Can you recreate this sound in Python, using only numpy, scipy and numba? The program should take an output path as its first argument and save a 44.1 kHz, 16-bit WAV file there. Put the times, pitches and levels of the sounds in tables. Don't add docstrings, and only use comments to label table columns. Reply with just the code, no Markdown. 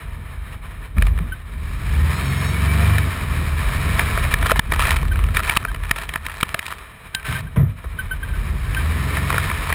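import sys
import numpy as np
from scipy import signal
from scipy.io import wavfile
from scipy.ndimage import uniform_filter1d
from numba import njit

SR = 44100
rng = np.random.default_rng(int(sys.argv[2]) if len(sys.argv) > 2 else 0)


def put_to_file(sound):
    columns = np.atleast_2d(sound).T
    safe = np.clip(columns, -1, 1)
    whole_steps = np.round(safe * 32767)
    wavfile.write(sys.argv[1], SR, whole_steps.astype(np.int16))


N = 429534
T = np.arange(N) / SR


def undb(db):
    return 10 ** (np.asarray(db) / 20)


def unit(x):
    return x / np.sqrt(np.mean(x ** 2))


def fader(points):
    return undb(np.interp(T, *np.transpose(points)))


def walk(rate_hz):
    k = int(SR / rate_hz)
    steps = np.repeat(rng.standard_normal(N // k + 1), k)
    return 1.3 * uniform_filter1d(uniform_filter1d(steps, k), k)[:N]


def add(out, start_s, x):
    i = int(start_s * SR)
    out[i:i + len(x)] += x[:len(out) - i]


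@njit
def bandpass(x, hz, width_hz):
    y, band, low = np.empty(len(x)), 0., 0.
    g, damping = np.tan(np.pi * hz / SR), width_hz / hz
    for i in range(len(x)):
        v = (band + g * (x[i] - low)) / (1 + g * (g + damping))
        band, low, y[i] = 2 * v - band, low + 2 * g * v, damping * v
    return y


def ring(x, modes, tilt_db=0.):
    return sum((-1) ** k * undb(db + tilt_db * np.log2(hz / 1800)) * bandpass(x, float(hz), float(width))
               for k, (hz, width, db) in enumerate(modes))


# (frequency [Hz], width [Hz], level [dB])
HOUSING_MODES = [(427, 107, -7), (666, 68, -5), (1018, 255, -2.5), (1300, 292, -1.5), (1767, 216, -1),
                 (2362, 249, -3), (3055, 355, -10.5), (3843, 383, -12.5), (5310, 330, -22)]
def housing(x, tilt_db=0.):
    return ring(x, HOUSING_MODES, tilt_db)


def coasting_gears(from_hz=990, to_hz=760, sag_s=.45, fade_s=.7):
    hz = to_hz + (from_hz - to_hz) * np.exp(-T / sag_s)
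    level = undb(-56 + 2.5 * walk(15)) * np.exp(-(T / fade_s) ** 2)
    return level * np.sin(2 * np.pi * np.cumsum(hz) / SR)


# (time [s], level [dB])
RUSTLE_LEVELS = [(0.0, -39.5), (0.54, -43.5), (1.57, -45), (4.4, -29.5), (4.9, -32), (5.1, -37.5),
                 (5.42, -39), (6.02, -40), (7.2, -43), (7.45, -43.5), (7.62, -49.5), (8.06, -38.5),
                 (9.74, -46)]
def rustle_and_buzz(shake):
    return np.hypot(shake, fader(RUSTLE_LEVELS))


def housing_buzz(revving, cycle):
    pulse = 1 + revving * (.056 * np.cos(cycle) + .13 * np.cos(4 * cycle))
    hiss = rng.standard_normal(N) * pulse * undb((2.2 - .8 * revving) * walk(40))
    intake = undb(-24) * unit(bandpass(bandpass(hiss, 4620., 820.), 5290., 630.))
    loaded = unit(housing(hiss, tilt_db=.5)) + intake
    return revving * loaded + (1 - revving) * unit(housing(hiss))


# (time [s], level [dB])
RUMBLE_LEVELS = [(0.0, -26.5), (0.92, -27.5), (1.0, -9.5), (1.41, -30), (1.57, -21.5), (2.55, -44),
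                 (3.09, -30), (3.55, -17.5), (4.09, -21), (4.26, -12.5), (4.58, -16), (5.24, -13),
                 (5.56, -25), (5.78, -21), (5.99, -29.5), (7.02, -41.5), (7.59, -26.5), (7.81, -37),
                 (7.89, -25), (8.57, -17.5), (9.03, -37), (9.74, -23)]
def ground(buzz_gain):
    rumble = fader(RUMBLE_LEVELS)
    soft = unit(bandpass(rng.standard_normal(N), 47.7, 31.5))
    hard = unit(bandpass(rng.standard_normal(N), 156., 162.)) * undb(3.2 * walk(28))
    return rumble * soft + np.hypot(undb(6) * buzz_gain, undb(-12.5) * rumble) * hard


def blade_crackle(strikes_per_s=220, decay_s=.002):
    strikes = np.flatnonzero(rng.random(N) < strikes_per_s / SR)
    size_db = 4.5 * np.minimum(rng.exponential(size=len(strikes)), 3)
    scrape = bandpass(rng.standard_normal(N), 1600., 2000.)
    crackle = np.zeros(N)
    for mode in HOUSING_MODES:
        hits = np.zeros(N)
        hits[strikes] = undb(size_db + 4 * rng.standard_normal(len(strikes)))
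        grains = signal.lfilter([1], [1, -np.exp(-1 / (decay_s * SR))], hits)
        crackle += ring(grains * scrape, [mode])
    return unit(crackle)


# (start [s], end [s], level [dB], share of soft swish [0-1])
TUFT_PASSES = [(0.986, 1.088, -28.5, 0.38), (4.316, 4.337, -20, 0.64), (4.456, 4.526, -20.5, 0.24),
               (4.561, 4.578, -17, 0.55), (4.713, 4.763, -26.5, 0.15), (4.789, 4.947, -19, 0.4),
               (4.965, 4.981, -22.5, 0.5), (5.342, 5.403, -21.5, 0.52), (5.43, 5.532, -21.5, 0.42),
               (5.551, 5.575, -20, 0.36), (5.957, 6.049, -28.5, 0.44), (6.243, 6.436, -38.5, 0.2),
               (6.477, 6.512, -27, 0.15), (6.626, 6.755, -34.5, 0.44), (7.248, 7.397, -24.5, 0.52),
               (9.265, 9.526, -29, 0.48), (9.667, 9.75, -28, 0.34)]
def grass(edge_s=.014, long_from_s=4.3, long_to_s=6.8):
    crackle = blade_crackle()
    swish = unit(housing(rng.standard_normal(N) * undb(.64 * walk(67)), tilt_db=2))
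    long_grass = (T > long_from_s) & (T < long_to_s)
    out = long_grass * fader(RUSTLE_LEVELS) * undb(-3) * crackle
    for start, end, db, soft in TUFT_PASSES:
        fade_s = edge_s + .25 * (end - start)
        swell = np.clip(np.minimum((T - start) / edge_s, (end - T) / fade_s) + .5, 0, 1)
        out += undb(db) * swell * (soft * swish + (1 - soft) * crackle)
    return out


# (time [s], level [dB], pitch [Hz], decay [s])
JOINT_SLIPS = [(1.3264, -21, 1527, 0.021), (5.12, -20.5, 1545, 0.019), (5.687, -23.5, 1585, 0.021),
               (7.149, -24.5, 1564, 0.052), (7.251, -31, 1540, 0.11), (7.359, -22, 1570, 0.028),
               (7.475, -34.5, 1580, 0.018), (7.994, -17, 1530, 0.024), (8.117, -18.5, 1527, 0.029),
               (8.236, -22.5, 1587, 0.017), (8.29, -33, 1580, 0.034), (8.342, -32, 1530, 0.034),
               (8.772, -19.5, 1566, 0.031)]
def squeaks(octave_db=-14.5, chatter_hz=55):
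    out, flutter = np.zeros(N), undb(1.2 * walk(150))
    for start, db, hz, decay in JOINT_SLIPS:
        t = T[:int(4 * decay * SR)]
        swell = np.minimum(t / .0047, 1) ** 2 * np.exp(-(t / decay) ** 3)
        chatter = .9 + .1 * np.cos(2 * np.pi * chatter_hz * (t - .01))
        phase = 2 * np.pi * hz * (t - .000072 * (1 - np.exp(-t / .03)))
        tone = np.sin(phase) + undb(octave_db) * np.sin(2 * phase)
        add(out, start - .009, undb(db) * swell * chatter * tone)
    return out * flutter


# (time [s], thud level [dB], thud pitch [Hz], shudder decay [s], rattle level [dB])
RIDGE_HITS = [(0.966, -12.5, 46.7, 0.048, -45.5), (1.199, -25.5, 186, 0.058, -57),
              (7.279, -23.5, 139, 0.12, -48.5), (7.56, -11, 136, 0.052, -38.5),
              (7.84, -33.5, 58, 0.009, -50.5)]
def bumps(kick=12.7):
    thud, rattle, t = np.zeros(N), np.zeros(N), T[:SR // 2]
    for start, db, hz, shudder, rattle_db in RIDGE_HITS:
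        jolt = rng.standard_normal(len(t)) * np.exp(-t / shudder)
        add(rattle, start, undb(rattle_db) * unit(housing(jolt, tilt_db=-6)))
        jolt[0] = kick
        band = float(hz), 1.05 * hz
        add(thud, start, undb(db) * unit(bandpass(bandpass(jolt, *band), *band)))
    return thud, rattle


# (time [s], crack peak [dB], brightness [dB/octave])
STALK_HITS = [(0.982, -14.5, 2), (1.023, -3, 0.5), (1.068, -11, 2), (1.083, -21, -3), (1.177, -23, -3),
              (1.188, -20, 0.5), (2.983, -7, 7), (3.994, 1, 0), (4.175, -9.5, -6.5), (4.249, -11, 0),
              (4.34, 1.5, 2), (4.427, -9.5, -1.5), (4.461, -10.5, -6), (4.497, -4.5, -6.5),
              (4.517, 6, -9.5), (4.559, -9, -4.5), (4.594, 14.5, 0.5), (4.721, -5, -0.5), (4.794, -7, -8.5),
              (4.853, -6.5, 0.5), (4.879, -13, -3), (4.907, -3, 8), (4.964, -9, 8.5), (5.03, -16.5, -11),
              (5.158, -15.5, -4), (5.191, -14.5, -3), (5.239, -16.5, 2), (5.287, -18, -3), (5.369, -1.5, 7),
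              (5.443, -17, 4), (5.496, -1.5, 6.5), (5.565, -5.5, -1.5), (5.571, 2, 5.5), (5.628, -20, 1),
              (5.65, -9.5, -5), (5.716, -18, -3.5), (5.746, -19, -1), (5.761, -22, -2), (5.836, -18, 4),
              (5.894, -21, 4), (5.912, 3, 4.5), (5.961, -17, 0), (6.091, -14, 4), (6.138, -14, 4.5),
              (6.158, -6, -4), (6.265, -10, 8.5), (6.409, -12.5, 8), (6.43, 3, 4.5), (6.544, -4.5, 2.5),
              (6.592, -10.5, 5.5), (6.665, -15, 6.5), (6.723, -13.5, 0), (7.149, -7, 13), (7.197, -28, 2),
              (7.229, -25, 1), (7.326, -15.5, 4), (8.747, -10.5, 1), (9.17, -10.5, -3), (9.303, -4.5, 0),
              (9.327, -8.5, -4), (9.343, -8.5, -6.5), (9.381, -2.5, -2), (9.5, -12.5, -5),
              (9.514, -10.5, -4), (9.701, -11, -8), (9.726, -4, 3)]
def whips(attack_s=.0019, release_s=.0033, end_s=.0059, shove_hz=273.):
    out, t = np.zeros(N), T[:SR // 20]
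    burst = np.clip(np.minimum(t / attack_s, (end_s - t) / release_s), 0, 1)
    spots_db = 2 * rng.standard_normal((len(STALK_HITS), len(HOUSING_MODES)))
    for (start, db, tilt_db), spot in zip(STALK_HITS, spots_db):
        scrape = bandpass(rng.standard_normal(len(t)) * burst, 1810., 2670.)
        modes = [(hz, width, level + shift) for (hz, width, level), shift in zip(HOUSING_MODES, spot)]
        crack = ring(scrape, modes, tilt_db) + undb(-27.5) * scrape
        add(out, start - .002, undb(db) * crack / np.abs(crack).max())
        shove = bandpass(np.abs(scrape), shove_hz, 1.27 * shove_hz)
        add(out, start - .002, undb(-14.5 + 1.27 * db) * shove / np.abs(shove).max())
    return out


# (time [s], engine cycle rate [Hz])
REV_CURVES = [
    [(1.45, 12.5), (1.7, 13), (2.0, 19), (2.1, 20.8), (2.25, 22.55), (2.43, 22.4), (2.84, 24.93),
     (2.95, 24.6), (3.3, 19.4), (3.5, 19.3), (3.7, 21.5), (4.0, 24.3), (4.2, 23)],
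    [(8.25, 12.5), (8.44, 12.7), (8.6, 14), (8.73, 17.9), (9.08, 22.4), (9.2, 23), (9.5, 22.2), (9.74, 20)],
]
def revs(fade_s=.2):
    hz = np.interp(T, *np.vstack(REV_CURVES).T)
    revving = sum(np.clip(np.minimum(T - rev[0][0], rev[-1][0] + fade_s - T) / fade_s, 0, 1)
                  for rev in REV_CURVES)
    return hz, revving


# (time [s], level [dB])
THROTTLE_LEVELS = [(1.7, -29), (2.0, -15.5), (2.15, -21), (2.44, -18.5), (2.85, -13.5), (3.2, -24.5),
                   (3.4, -17.5), (3.6, -29), (3.9, -19), (4.2, -28), (8.45, -78), (8.65, -22), (9.2, -19.5),
                   (9.74, -30)]
def throttle(revving):
    return revving * fader(THROTTLE_LEVELS)


# (multiple of the cycle rate, level [dB])
WHINE_PARTIALS = [(28, -25), (44, -26), (96, -18), (144, -39), (168, -35), (192, -35), (240, -37)]
def whine(hz, cycle, pull_from_s=2.1, pull_to_s=2.52, pull_db=14):
    pull = undb(pull_db) * np.clip(np.minimum(T - pull_from_s, pull_to_s - T) / .14 + .5, 0, 1)
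    tones = sum(undb(db + 3.65 * walk(29.9)) * (pull if k > 100 else 1) * np.sin(k * cycle)
                for k, db in WHINE_PARTIALS)
    return (hz / hz.max()) ** 1.9 * tones


# (multiple of the cycle rate, level [dB])
FIRING_PARTIALS = [(2, -39), (3, 0.5), (4, 1.5), (5, -13), (6, -1.5), (7, -4), (8, -5.5), (9, -6),
                   (10, -19.5), (11, -13.5), (12, -7), (13, -11), (14, -36), (15, -22), (16, -9), (18, -13),
                   (19, -15.5), (20, -10.5)]
def firing(cycle, rough_db=2):
    return sum(undb(db + rough_db * walk(12)) * np.sin(k * cycle + rng.uniform(0, 2 * np.pi))
               for k, db in FIRING_PARTIALS)


# (frequency [Hz], width [Hz], level [dB])
PANEL_MODES = [(28.6, 17, -8.5), (46.8, 11.1, 1), (75.9, 8.8, 2.5), (97.9, 12.7, -2), (136.4, 27, -5.5),
               (210, 89, -8.5), (316, 890, -17)]
def body_panels(shaking):
    return ring(shaking, PANEL_MODES)


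def scene():
    hz, revving = revs()
    cycle = 2 * np.pi * np.cumsum(hz) / SR
    effort = throttle(revving)
    growl = effort * firing(cycle)
    gears = effort * whine(hz, cycle)
    shake = revving * undb(-27.5 + 13.5 * np.log2(hz / 23.5))
    buzz_gain = rustle_and_buzz(shake)
    thud, rattle = bumps()
    boom = body_panels(growl + ground(buzz_gain) + thud)
    bed = coasting_gears() + buzz_gain * housing_buzz(revving, cycle)
    return (bed + grass() + whips() + squeaks() + rattle + gears + boom)[None]


@njit
def gain_control(x, threshold, attack_s, release_s):
    y, envelope = np.empty(len(x)), 0.
    for i in range(len(x)):
        level = abs(x[i])
        envelope += (level - envelope) / (SR * (attack_s if level > envelope else release_s))
        y[i] = x[i] * threshold / max(envelope, threshold)
    return y


def record(dry, ceiling=.62, hold_hz=12000):
    ducked = gain_control(dry[0], threshold=.48, attack_s=.0014, release_s=.07)
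    rounded = ceiling * np.tanh(ducked / ceiling)
    stream = signal.resample_poly(rounded, hold_hz, SR)
    held = signal.resample_poly(np.repeat(stream, 4), SR, 4 * hold_hz)
    held = np.pad(held, (0, N))[:N]
    softened = signal.sosfilt(signal.butter(8, 15300, fs=SR, output="sos"), held)
    return signal.sosfilt(signal.ellip(8, .2, 70, 16500, fs=SR, output="sos"), softened)[None]


dry = scene()
out = record(dry)
put_to_file(out)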